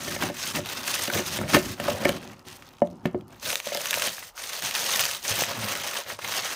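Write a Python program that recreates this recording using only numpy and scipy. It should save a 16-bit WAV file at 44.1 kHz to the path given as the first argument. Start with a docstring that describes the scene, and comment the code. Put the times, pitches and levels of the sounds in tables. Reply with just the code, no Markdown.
"""A quiet room, close to the microphone: a hand pulls thin plastic wrap off painted metal parts and
works a bagged hollow cylinder free. Creases buckle as dense, clumped clicks in many narrow bands;
louder snaps are short ringing bursts of shocks. The cylinder knocks and drags on the sheet-metal
frame, both sounding decaying modes of the parts; it groans once as a sinking tone.
Beneath lie a short diffuse tail, a hush of wandering noise bands and a faint whine."""
import sys
import numpy as np
from scipy import signal
from scipy.io import wavfile

SR = 44100
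rng = np.random.default_rng(int(sys.argv[2]) if len(sys.argv) > 2 else 0)


def wav_out(sig):
    """Save sig, one row per channel (or a flat mono array), as 16-bit PCM at SR to the path in sys.argv[1]."""
    wavfile.write(sys.argv[1], SR, np.round(np.clip(np.atleast_2d(sig).T, -1, 1) * 32767).astype(np.int16))


N = 288855


def from_db(db):
    """Decibels to amplitude gain."""
    return 10 ** (np.asarray(db) / 20)


def rms_one(x):
    """Scale to unit rms."""
    return x / np.sqrt(np.mean(x ** 2) + 1e-20)


def at_hz(points, hz):
    """Read a spectrum on a log-frequency axis."""
    points_hz, points_db = np.array(points).T
    return np.interp(np.log(hz), np.log(points_hz), points_db)


def drift(rate_hz):
    """Slow random wander of rms 1: noise through a double one-pole low-pass, at an eighth of the rate."""
    r = np.exp(-16 * np.pi * rate_hz / SR)
    noise = rng.standard_normal(N // 8 + 2002)
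    slow = signal.lfilter([1], [1, -2 * r, r * r], noise)[2000:]  # drop the filter's start
    return np.interp(np.arange(N) / 8, np.arange(len(slow)), rms_one(slow))


def band(x, low_hz, high_hz):
    """Band-pass."""
    return signal.sosfilt(signal.butter(2, [low_hz, high_hz], "band", fs=SR, output="sos"), x)


def ring(force, hz, t60_s):
    """A resonator: a unit click sets a decaying sine of height 1 ringing."""
    r = from_db(-60 / (t60_s * SR))
    w = 2 * np.pi * hz / SR
    return signal.lfilter([0, np.sin(w)], [1, -2 * r * np.cos(w), r * r], force + 1e-18)


def clicks(per_s, spread_db):
    """Random clicks of either sign, a few much larger than the rest."""
    sizes = from_db(spread_db * np.minimum(rng.exponential(1, N), 5))
    signs = rng.choice([-1, 1], N)
    return sizes * signs * (rng.random(N) < per_s / SR)


# Tugs at the film; the levels are relative and all follow the crackle's course: start_s, length_s,
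# crackle_start_db, crackle_end_db, large_crease_db, frame_drag_start_db, cylinder_drag_start_db
TUGS = [(0.001, 0.15, -40.5, -34.5, 1.5, -45.5, -54), (0.221, 0.066, -35.5, -40, 11.5, -34, -54),
        (0.372, 0.12, -39.5, -35, 1.5, -51, -62), (0.56, 0.017, -33.5, -33.5, 6.5, -34, -49),
        (0.665, .18, -40, -41, 6.5, -48.5, -55), (0.874, 0.18, -32.5, -31.5, 0, -49, -47.5),
        (1.152, 0.052, -28, -37.5, 4.5, -31, -29.5), (1.228, .14, -43, -34, 3.5, -47, -60),
        (1.402, 0.077, -45, -52.5, 12, -30.5, -37.5), (1.483, 0.064, -43.5, -24, 9, -46.5, -61),
        (1.582, .14, -40, -40.5, 1, -37, -50), (1.802, 0.15, -44, -38, 12, -42, -43.5),
        (2.011, 0.081, -41.5, -36, 12, -42, -40.5), (2.127, 0.042, -46.5, -48.5, 9.5, -37, -43),
        (2.226, 0.17, -54, -61.5, 21, -46.5, -57), (2.473, 0.085, -49.5, -52, 7, -53, -69),
        (2.598, 0.23, -56.5, -64, 9, -56, -67), (2.848, 0.14, -65.5, -69.5, 3, -45, -67),
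        (3.069, 0.014, -52, -61, 18, -36, -66), (3.15, 0.087, -66.5, -74, 11, -37.5, -75),
        (3.304, 0.18, -59.5, -65, 20, -55, -64), (3.442, 0.057, -37, -27.5, -5, -56, -46.5),
        (3.528, 0.053, -37.5, -39.5, -4, -63, -43), (3.651, .43, -41, -32, -0.5, -62.5, -50.5),
        (4.095, 0.19, -40, -47.5, -6, -57, -54), (4.395, 0.2, -38.5, -39, 0, -64, -52),
        (4.638, 0.064, -34, -36, -0.5, -49.5, -46.5), (4.75, 0.26, -32.5, -28.5, 0.5, -54.5, -48),
        (5.003, 0.17, -27.5, -37.5, -1, -49, -43.5), (5.248, 0.059, -35, -27, -2.5, -56, -50),
        (5.31, .12, -30.5, -30.5, 1.5, -47, -42), (5.484, 0.16, -39, -43, 11, -45, -43),
        (5.652, 0.2, -33.5, -42, 6.5, -45, -41), (5.844, 0.16, -40, -38, 7.5, -60, -49.5),
        (6.073, 0.053, -42, -41, 7, -54, -46), (6.231, 0.3, -36, -37, 5.5, -51.5, -54.5)]
TIGHTEN_DB_PER_S, SLACKEN_DB_PER_S = 418, 367   # how fast a tug sets in and lets go
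SETTLE_DB_PER_S = 243   # the metal parts come to rest more slowly


def tugs():
    """Levels of crackle, large creases and drag: each tug sets in, holds its course and lets go."""
    t = np.arange(0, N + 64, 64) / SR
    start, length, film_db, end_db, large_db, frame_db, cylinder_db = np.transpose(TUGS)[:, :, None]
    course_db = (end_db - film_db) * np.clip((t - start) / length, 0, 1)
    course_db = course_db - TIGHTEN_DB_PER_S * np.maximum(start - t, 0)
    after_s = np.maximum(t - start - length, 0)
    film_db = film_db - SLACKEN_DB_PER_S * after_s
    frame_db = frame_db - SETTLE_DB_PER_S * after_s
    cylinder_db = cylinder_db - SLACKEN_DB_PER_S * after_s
    # overlapping tugs add in power
    powers = [from_db(2 * np.maximum(db + course_db, -120)) for db in (film_db, frame_db, cylinder_db)]
    large = np.sum(powers[0] * large_db, axis=0) / np.sum(powers[0], axis=0)
    film, frame, cylinder = [10 * np.log10(np.sum(p, axis=0)) for p in powers]
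    return [np.interp(np.arange(N) / SR, t, curve) for curve in (film, large, frame, cylinder)]


# Colour of the crackling film: pitch_hz, relative level_db (per Hz)
FILM = [(180, -41), (300, -9), (574, 2), (1030, 4.5), (1840, 6.5), (2100, 5), (2610, 7), (4520, 5.5),
        (4910, 4), (5800, 8), (7690, -0.5), (9390, 2), (10400, -3), (15000, -2.5), (16000, -16)]
CLICKS_PER_S = 6000   # for a busy film, before clumping
CLICK_SPREAD_DB, LARGE_TOP_DB = 4.5, 17


def crackle(level_db, large_db):
    """Creases buckle in clumps, sparsely when the film is left alone; large ones sound low."""
    clump_db = 2.4 * drift(40) + 1.4 * drift(200)
    busy = np.clip(from_db(0.7 * (level_db + 50)), .03, 1)
    train = clicks(CLICKS_PER_S * busy * from_db(clump_db), CLICK_SPREAD_DB)
    train = train * from_db(0.42 * clump_db) / np.sqrt(busy)
    band_place = rng.uniform(-2, 24, N)      # the band nearest each click's crease size
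    slide = rng.standard_normal((2, N))      # film sliding on film
    large_db = np.minimum(large_db, LARGE_TOP_DB)
    out = 0
    for k, hz in enumerate(np.geomspace(400, 14500, 22)):
        reach = np.exp(-((band_place - k) / 2.0) ** 2)
        grain = rms_one(band(train * reach, hz / 1.09, hz * 1.09))
        hiss = rms_one(band(slide[k % 2], hz / 1.09, hz * 1.09))
        low_share = np.clip(np.log(6000 / hz) / 2.35, 0, 1)
        band_db = at_hz(FILM, hz) + low_share * large_db + 1.12 * drift(10.8)
        gain = from_db(band_db) * np.sqrt(hz / 6000)  # wider bands carry more
        out = out + gain * (grain + 0.65 * busy * hiss * from_db(0.87 * clump_db))
    return from_db(level_db - 10.0) * out


# Creases that snap: start_s, peak level_db, pitch_hz
SNAPS = [(0.123, -25, 3680), (0.2234, -14.5, 1650), (0.5475, -26, 1870), (0.658, -21.5, 3150),
         (0.881, -21, 2010), (1.045, -30, 5350), (1.078, -19, 3020), (1.0998, -17, 1680),
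         (1.1426, -21, 1700), (1.4127, -19.5, 1200), (1.432, -27, 1300), (1.479, -23.5, 2330),
         (1.5457, -4.5, 1360), (1.7993, -22, 2560), (1.8801, -16, 1190), (2.0517, -11, 1850),
         (2.0911, -11.5, 2590), (2.2278, -33, 4120), (2.2957, -40, 6490), (2.3311, -38, 2510),
         (2.393, -40, 5330), (2.4523, -47, 2770), (2.4842, -26, 6340), (2.528, -30, 6600),
         (2.623, -33, 2750), (2.689, -37, 5760), (2.7556, -51, 2810), (2.803, -43, 2950),
         (2.8709, -41.5, 3370), (2.9013, -45, 5010), (2.9138, -45, 6710), (2.9294, -50, 6450),
         (2.9597, -54, 3480), (2.9816, -57, 2740), (3.057, -22, 2680), (3.1118, -44, 5860),
         (3.2088, -42.5, 3200), (3.2809, -39.5, 9700), (3.3258, -44, 7400), (3.3438, -45, 2800),
         (3.3957, -49, 2580), (3.4268, -31, 1850), (3.457, -23, 3160), (3.5021, -11.5, 3130),
         (3.529, -12, 3230), (3.5554, -7.5, 3800), (3.6, -15.5, 2720), (3.6718, -18.5, 3260),
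         (3.7474, -11, 6200), (3.772, -16.5, 3830), (3.8568, -12.5, 3220), (3.908, -5, 6200),
         (3.9295, -12.5, 2170), (3.9407, -7.5, 3230), (3.9837, -16, 5360), (4.0208, -9, 3200),
         (4.0736, -15, 2600), (4.1802, -23, 1640), (4.2253, -29, 1740), (4.377, -26, 2640),
         (4.532, -18, 4720), (4.6224, -18.5, 3420), (4.709, -16.5, 3140), (4.751, -12.5, 3500),
         (4.9313, -23, 5730), (4.994, -6.5, 3180), (5.0533, -10, 5720), (5.1122, -15, 4540),
         (5.2504, -20, 2280), (5.2934, -17, 6840), (5.4362, -12.5, 2560), (5.6433, -20, 4390),
         (5.7524, -17.5, 2650), (5.7728, -21, 4340), (5.9547, -21.5, 1960), (6.1001, -21, 1620),
         (6.1903, -24.5, 1340), (6.2268, -30, 2620), (6.245, -18, 2300), (6.3382, -16, 2560)]
CRACK_DB = -4   # bright edge against the ringing part, for a pitch of 3000 Hz


def snaps():
    """A burst of shocks as the crease gives way; large, low creases take longer."""
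    length = 800
    out, t = np.zeros(N + length), np.arange(length) / SR
    bursts = rng.standard_normal((len(SNAPS), length))
    for (start_s, level_db, hz), noise in zip(SNAPS, bursts):
        shocks = noise ** 3 * (1 - np.exp(-t / 0.00057)) * np.exp(-t * hz / 4.36)
        tone = band(ring(shocks, hz, 4.7 / hz), hz / 2.82, min(hz * 1.85, 18000))
        crack = band(shocks, 3500, 15000)
        crack_gain = from_db(CRACK_DB) * np.sqrt(hz / 3000)  # stronger for small creases
        snap = tone / np.abs(tone).max() + crack_gain * crack / np.abs(crack).max()
        at = round(start_s * SR)
        out[at:at + length] += from_db(level_db) * snap / np.abs(snap).max()
    return out[:N]


# Blows of the cylinder: start_s, cavity_db, frame_db, bracket_db, panel_db, rim_db,
# freedom to ring (1 = the modes' own ring time)
KNOCKS = [(0.078, -28, -41, -36, -35, -25, 1), (0.163, -22.5, -31, -32, -40, -23, 0.62),
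          (0.233, -20.5, -18.5, -24, -46, -23, 0.58), (0.298, -23.5, -33, -30, -41, -34, 1),
          (0.566, -28, -28, -29, -29, -25.5, 1), (0.586, -23, -44, -27.5, -25, -42, 1),
          (1.08, -25.5, -29, -28, -56, -31, 1), (1.151, -24, -23, -24.5, -47, -24, 0.6),
          (1.193, -18.5, -37, -20, -46, -23, 0.56), (1.388, -22, -22, -22.5, -27, -23, 0.45),
          (1.438, -30, -29, -37, -23, -30, 0.6), (1.536, -18, -24.5, -24, -22, -20, 0.95),
          (1.547, -17, -27, -8.5, -30, -8, 0.66), (1.567, -8, -19, -11, -34, -14.5, 0.56),
          (1.799, -19.5, -27, -32, -50, -21, 0.68), (1.884, -10.5, -42, -29, -53, -40, 1),
          (2.031, -20, -49, -36, -45, -40, 0.7), (2.054, -5.5, -22, -12.5, -40, -11, 0.58),
          (2.093, -15.5, -17.5, -26, -44, -23, .53), (2.819, -5.5, -15, -29, -43, -34, 1),
          (3.055, -12, -8, -7.5, -46, -19, 0.35), (3.146, -19, -23, -10.5, -54, -39, 0.47),
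          (3.531, -25, -48, -47, -60, -31, 0.6), (3.669, -20, -36, -44, -51, -37, 0.68),
          (3.72, -23.5, -45, -52, -63, -31, 0.95), (3.75, -17.5, -35.5, -54, -64, -28, 1),
          (3.774, -23, -50, -45, -65, -36, 0.7), (3.973, -18, -39, -45, -62, -35, .55),
          (4.073, -23.5, -31, -45, -52, -38, 0.6), (5.308, -48, -39, -37, -22, -31, 0.5),
          (5.378, -30, -32, -32, -33, -35, 0.45), (5.421, -0.5, -17, -39, -50, -28, 0.09),
          (6.121, -38, -44, -55, -41, -37, 0.91), (6.189, -26, -52, -46, -62, -33, 0.44)]
# Modes of the cylinder's cavity, the frame, its bracket, the sheet panel and the rim:
# pitch_hz, relative level_db, ring t60_s when free
CAVITY = [(585.7, 0.5, 0.062), (668.5, -5.5, 0.046), (861, -12, 0.06)]
FRAME = [(234.5, 0, 0.12), (272.5, 1.5, 0.046), (178.8, -16, 0.44)]
BRACKET = [(303, 2.5, 0.063), (358.8, -8.5, 0.25), (451, -4, 0.068)]
PANEL = [(103.6, -3.5, 0.22), (132, 3.5, 0.08), (78, -7.5, 0.14)]
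RIM = [(1804, -7.5, 0.098), (2145, 3.5, 0.018), (2940, -6, 0.028)]
SWELL_CYCLES = .45


def knocks():
    """Each blow sounds every part; a mode swells within a cycle and has its own strength each time."""
    parts = (CAVITY, FRAME, BRACKET, PANEL, RIM)
    t = np.arange(SR // 4) / SR
    out, luck = np.zeros(N + len(t)), rng.standard_normal((len(KNOCKS), 5, 8))
    for (start_s, *levels, freedom), draws in zip(KNOCKS, luck):
        at = round(start_s * SR)
        freedom = np.clip(freedom, .1, 1.5)
        for modes, level_db, draw in zip(parts, levels, draws):
            for (hz, mode_db, t60_s), chance in zip(modes, draw):
                swell = (1 - np.exp(-t * hz / SWELL_CYCLES)) ** 2
                decay = from_db(-60 * t / (t60_s * freedom))
                gain = from_db(level_db + mode_db + 1.9 * chance)
                out[at:at + len(t)] += gain * swell * decay * np.sin(2 * np.pi * hz * t)
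    return out[:N]


def body(force, modes, freedom):
    """The summed modes of one part, their ring shortened by the hand's grip."""
    out = 0
    for hz, level_db, t60_s in modes:
        mode = ring(force, hz, t60_s * freedom)
        out = out + from_db(level_db) * band(mode, hz / 1.41, hz * 1.39)
    return out


PANEL_UNDER_FRAME_DB = 3   # the drag reaches the panel through the frame


def drag(frame_db, cylinder_db):
    """Stick-slip jolts feed the panel, frame and cavity modes while the hand damps them."""
    parts = ((PANEL, frame_db - PANEL_UNDER_FRAME_DB), (FRAME + BRACKET, frame_db), (CAVITY, cylinder_db))
    out = 0
    for modes, level_db in parts:
        jolts = clicks(400 * from_db(3.2 * drift(23)), 2.0)
        out = out + from_db(level_db) * rms_one(body(jolts, modes, freedom=0.31))
    return out


# the cylinder groans as it slides free
GROAN_S, GROAN_LENGTH_S, GROAN_FADE_S, GROAN_DB = 5.545, 0.144, 0.033, -41
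GROAN_HZ, GROAN_SAG_HZ_PER_S, GROAN_OCTAVE_DB = 123, 173, -5


def groan():
    """A slightly unsteady low tone and its octave that sink in pitch."""
    t = np.arange(N) / SR - GROAN_S
    hz = GROAN_HZ - GROAN_SAG_HZ_PER_S * np.clip(t, 0, GROAN_LENGTH_S)
    phase = 2 * np.pi * np.cumsum(hz * (1 + 0.0407 * drift(29.6))) / SR
    gate = np.clip(np.minimum(t, GROAN_LENGTH_S - t) / GROAN_FADE_S, 0, 1)
    level = np.sqrt(2) * gate * from_db(GROAN_DB + 3.3 * drift(15))
    octave = from_db(GROAN_OCTAVE_DB + 4.4 * drift(40)) * np.sin(2 * phase)
    return level * (np.sin(phase) + octave)


def walls(x, t60_s, wet_db):
    """A short diffuse tail: decaying, dulled noise as the room's response."""
    t = np.arange(round(.4 * SR)) / SR
    tail = rng.standard_normal(len(t)) * from_db(-60 * t / t60_s) * (t > .004)
    tail = signal.lfilter([.5], [1, -.5], tail)
    tail = tail / np.sqrt(np.sum(tail ** 2))
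    return from_db(wet_db) * signal.fftconvolve(x, tail)[:N]


# Colour of the room's hush: pitch_hz, relative level_db (per Hz)
ROOM = [(30, 21), (100, 3), (250, -1.5), (500, -5), (1050, 16), (1500, -23), (2900, -24), (4000, -16),
        (8000, -18), (16000, -40)]
ROOM_DB = -57   # rms of the hush
WHINE_HZ, WHINE_DB = 2880, -81   # a faint thin tone in the background


def room_tone():
    """Hush in slowly wandering half-octave noise bands and a faint whine of narrowly resonated noise."""
    edges = 30 * 2 ** np.arange(0, 9.6, .5)
    white = rng.standard_normal((2, N))
    hush = 0
    for k, (low, high) in enumerate(zip(edges, edges[1:])):
        level_db = at_hz(ROOM, np.sqrt(low * high)) + 3.0 * drift(1.6)
        hush = hush + from_db(level_db) * band(white[k % 2], low, high)
    whine = rms_one(ring(white[0], WHINE_HZ, .05))
    return from_db(ROOM_DB) * rms_one(hush) + from_db(WHINE_DB) * whine


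def scene():
    """Film, blows, drag and groan near the microphone, their reflections and the hush."""
    crackle_db, large_db, frame_db, cylinder_db = tugs()
    film = crackle(crackle_db, large_db) + snaps()
    metal = knocks() + drag(frame_db, cylinder_db) + groan()
    near = film + metal
    return (near + walls(near, t60_s=0.21, wet_db=-17.5) + room_tone())[None]


STOP_HZ = 16218   # from here up the top is at least 70 dB down


def record(dry):
    """The microphone drops the deep bass, peaks are rounded, the top is cut steeply."""
    x = signal.sosfilt(signal.butter(2, 60, "high", fs=SR, output="sos"), dry)
    x = .85 * np.tanh(x / .85)
    return signal.sosfilt(signal.cheby2(16, 70, STOP_HZ, fs=SR, output="sos"), x)


dry = scene()
out = record(dry)
wav_out(out)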